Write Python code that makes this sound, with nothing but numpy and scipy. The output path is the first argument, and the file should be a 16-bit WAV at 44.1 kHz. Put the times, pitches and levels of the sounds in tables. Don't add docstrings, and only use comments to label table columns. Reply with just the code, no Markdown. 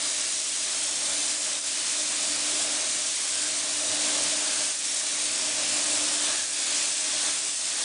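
import sys
import numpy as np
from scipy import signal
from scipy.fft import rfft, irfft
from scipy.io import wavfile
from scipy.ndimage import map_coordinates

SR = 44100
rng = np.random.default_rng(int(sys.argv[2]) if len(sys.argv) > 2 else 0)


def to_wav(s):
    ch = np.atleast_2d(s).T
    pcm = np.round(np.clip(ch, -1, 1) * 32767)
    wavfile.write(sys.argv[1], SR, pcm.astype(np.int16))


N = 345726
TIME = np.arange(N) / SR
FREQ = np.arange(N // 2 + 1) * SR / N
TOP_HZ = 10000


def undb(db):
    return 10 ** (np.asarray(db) / 20)


def bell(centre, length):
    return np.exp(-2 * ((TIME - centre) / length) ** 2)


def colour(points):
    hz, db = np.transpose(points)
    return undb(np.interp(np.log(FREQ + 1), np.log(hz), db))


def resonance(hz, width):
    return 1 / (1 + (2 * (FREQ - hz) / width) ** 2)


def noise(gain, band=(0, SR)):
    inside = (FREQ >= band[0]) & (FREQ <= band[1])
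    return irfft(rfft(rng.standard_normal(N)) * gain, N) / np.sqrt(np.mean(gain ** 2 * inside))


def walk(hz):
    return noise(1 / (1 + (FREQ / hz) ** 4))


def delayed(x, lag_ms):
    return map_coordinates(x, [(TIME - lag_ms / 1000) * SR], order=3)


def hum(impact_db):
    pitch_hz = 299.7
    level_db = -60.5 + 1.22 * impact_db + 1.6 * walk(hz=9)
    phase = 2 * np.pi * pitch_hz * TIME + 0.1 * walk(hz=2.9)
    return np.sqrt(2) * np.sin(phase) * undb(level_db)


def booth(x, t60, wet_db, positions=16):
    t = TIME[:SR // 2]
    decay = np.exp(-np.log(1000) * t / t60) * (t > .008)
    place = TIME / TIME[-1] * (positions - 1)
    wet = 0
    for k in range(positions):
        tail = rng.standard_normal(len(t)) * decay
        crossfade = np.sqrt(np.maximum(1 - abs(place - k), 0))
        wet = wet + signal.fftconvolve(x * crossfade, tail / np.linalg.norm(tail))[:N]
    return x + undb(wet_db) * wet


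# time in seconds, delay in ms, amplitude ratio.
PANEL_ECHO = [(0, .97, .2), (.25, 1.07, .12), (.65, 1, .05), (.85, .9, .16), (1.1, .93, .13), (1.4, 1, .02),
              (5.4, 1.1, .02), (6.6, 1.2, .09), (7.84, 1.1, .07)]
def reflections(x, scatter=0.076, sway_ms=0.056):
    times, *columns = np.transpose(PANEL_ECHO)
    lag_ms, strength = (np.interp(TIME, times, column) for column in columns)
    others = sum(walk(hz=2.9) * delayed(x, ms + sway_ms * walk(hz=1.04))
                 for ms in np.geomspace(.45, 3.8, 4))
    return x + strength * delayed(x, lag_ms) + scatter * others


# start in seconds, fraction of the stroke
# at which the jet is squarest to the panel, swell of the impact in dB, swell of the air in dB.
STROKES = [(-0.29, 0.4, 7, 1.3), (0.37, .62, 7.4, 1.3), (1.69, .6, 10.5, 2.2), (3.18, 0.6, 12, 3.5),
           (4.83, .66, 12.3, 3.2), (6.53, .55, 7, 4.3), (6.96, .35, 7.2, 3), (7.56, .65, 5.5, 2)]
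def strokes(end_s=8.2, impact_arch=0.57, air_arch=1.2):
    start, squarest, impact_db, air_db = np.transpose(STROKES)
    k = np.maximum(np.searchsorted(start, TIME, side="right") - 1, 0)
    along = (TIME - start[k]) / np.diff(start, append=end_s)[k]
    rise, fall = along / squarest[k], (1 - along) / (1 - squarest[k])
    facing = np.clip(np.minimum(rise, fall), 0, 1)
    return impact_db[k] * facing ** impact_arch, air_db[k] * facing ** air_arch


# centre in seconds, length in seconds, level change in dB.
FLARES = [(1.89, 0.12, 1.1), (3.42, .12, 0.1), (4.57, .15, 1.0), (5.73, .06, -0.2), (6.292, .14, 2),
          (7.278, .06, 1.1)]
def flares():
    return sum(db * bell(centre, length) for centre, length, db in FLARES)


# centre in seconds, length in seconds, depth in the rush in dB.
DIPS = [(.45, .15, 1.8), (0.94, 0.091, 1.9), (1.391, 0.076, 2.5), (1.615, .045, 6), (3.74, 0.19, 1.5),
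        (4.766, .06, 3.4), (5.05, .05, 1.6), (6.49, .1, 2.5), (7.41, .08, 2.4), (7.57, .1, 3.5)]
def dips():
    return sum(db * bell(centre, length) for centre, length, db in DIPS)


# frequency in Hz, relative spectral level in dB.
WASH_SPECTRUM = [(150, -19.5), (260, -7.5), (400, -3.5), (470, -9), (750, -1), (860, -1), (980, -0.5),
                 (1150, 1.5), (1320, -0.5), (1700, 0.5), (2600, -14.5), (5000, -35)]
ROAR_SPECTRUM = [(180, -35), (280, -10), (400, -14), (460, -16), (520, -7.5), (620, -5), (720, -8),
                 (900, -19), (1600, -33)]
BUFFET_SPECTRUM = [(20, -30), (35, -22), (60, -17.5), (90, -5.5), (125, -11.5), (160, -2), (190, -7.5),
                   (240, 3), (280, 2), (340, -5.5), (500, -20)]
# frequency in Hz, bandwidth in Hz, lift in dB.
BODY_MODES = [(81, 8, 6.5), (103.8, 7.6, 10.5), (168, 12, 3), (212, 5.2, 6), (385, 9.8, 5), (507.5, 22, 6),
              (536, 9, 0), (571.5, 8.8, 8), (608, 14, 6), (628, 21.5, 8.5), (660, 10, 2.5), (677, 16, 2.5),
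              (859, 22, 4.5)]
# centre in seconds, length in seconds, buffet lift in dB.
BOOMS = [(1.12, .16, 2.5), (2.58, .15, 2.3), (3.89, .15, 4), (4.22, 0.12, 4.5), (5.94, .07, 2.5)]
def panels(wash_db, impact_db):
    modes = undb(sum(db * resonance(hz, width) for hz, width, db in BODY_MODES))
    wash = noise(colour(WASH_SPECTRUM) * modes, band=(750, 1400))
    roar = noise(colour(ROAR_SPECTRUM) * modes, band=(480, 720))
    buffet = noise(colour(BUFFET_SPECTRUM) * modes, band=(60, 275))
    boom_db = sum(db * bell(centre, length) for centre, length, db in BOOMS)
    roar_db = -56 + impact_db + .8 * boom_db + .7 * walk(hz=7)
    buffet_db = -64.5 + .91 * impact_db + boom_db + .8 * walk(hz=4)
    return wash * undb(wash_db + .8 * walk(hz=12)) + roar * undb(roar_db) + buffet * undb(buffet_db)


# centre in seconds, length in seconds, pitch in Hz, level in dB.
EDGE_CROSSINGS = [(3.42, 0.15, 1590, -46.5), (4.53, 0.27, 1610, -45), (6.329, 0.25, 1680, -43.5),
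                  (7.25, 0.09, 1620, -50), (7.79, 0.052, 1620, -48)]
def edge_tones():
    return sum(noise(resonance(hz, width=270)) * undb(db) * bell(centre, length)
               for centre, length, hz, db in EDGE_CROSSINGS)


def flutter(x, depth_db, rate_hz, bands=9):
    spectrum = rfft(x)
    place = np.minimum(FREQ / TOP_HZ, 1) * (bands - 1)
    parts = (irfft(spectrum * np.maximum(1 - abs(place - k), 0), N) for k in range(bands))
    return sum(part * undb(depth_db * walk(rate_hz)) for part in parts)


# frequency in Hz, relative spectral level in dB.
HISS_SPECTRUM = [(2000, -39), (3500, -14), (5200, -3), (7000, 0), (7900, 1), (9000, 0.3), (10000, -2),
                 (12000, -44)]
RUSH_SPECTRUM = [(900, -23.5), (1600, -9), (2300, -2.5), (3000, -2), (3500, 0), (4500, -0.9), (5500, -3.5),
                 (7000, -5.5), (9000, -21)]
def jet(air_db, dip_db):
    hiss_db = -30.5 + .63 * air_db - .45 * dip_db + .35 * walk(hz=9)
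    rush_db = -36.5 + air_db - dip_db + .23 * walk(hz=9)
    hiss = noise(colour(HISS_SPECTRUM), band=(5500, 10000))
    rush = noise(colour(RUSH_SPECTRUM), band=(2000, 4500))
    roughness_db = .98 * walk(hz=150)
    air = hiss * undb(hiss_db + roughness_db) + rush * undb(rush_db)
    return flutter(air, depth_db=.32, rate_hz=11)


def scene():
    flare_db, dip_db = flares(), dips()
    impact_db, air_db = (swell + flare_db for swell in strokes())
    body_dip_db = .75 * dip_db
    wash_db = -50.5 + .7 * air_db + .33 * impact_db + .9 * flare_db - body_dip_db
    drive_db = impact_db - body_dip_db
    spray = reflections(jet(air_db, dip_db) + edge_tones())
    return (booth(spray, t60=.5, wet_db=-16) + panels(wash_db, drive_db) + hum(drive_db))[None]


def record(dry):
    highpass = signal.butter(3, 45, "highpass", fs=SR, output="sos")
    lowpass = signal.ellip(12, .1, 80, TOP_HZ, fs=SR, output="sos")
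    return signal.sosfilt(lowpass, signal.sosfilt(highpass, dry))


dry = scene()
out = record(dry)
to_wav(out)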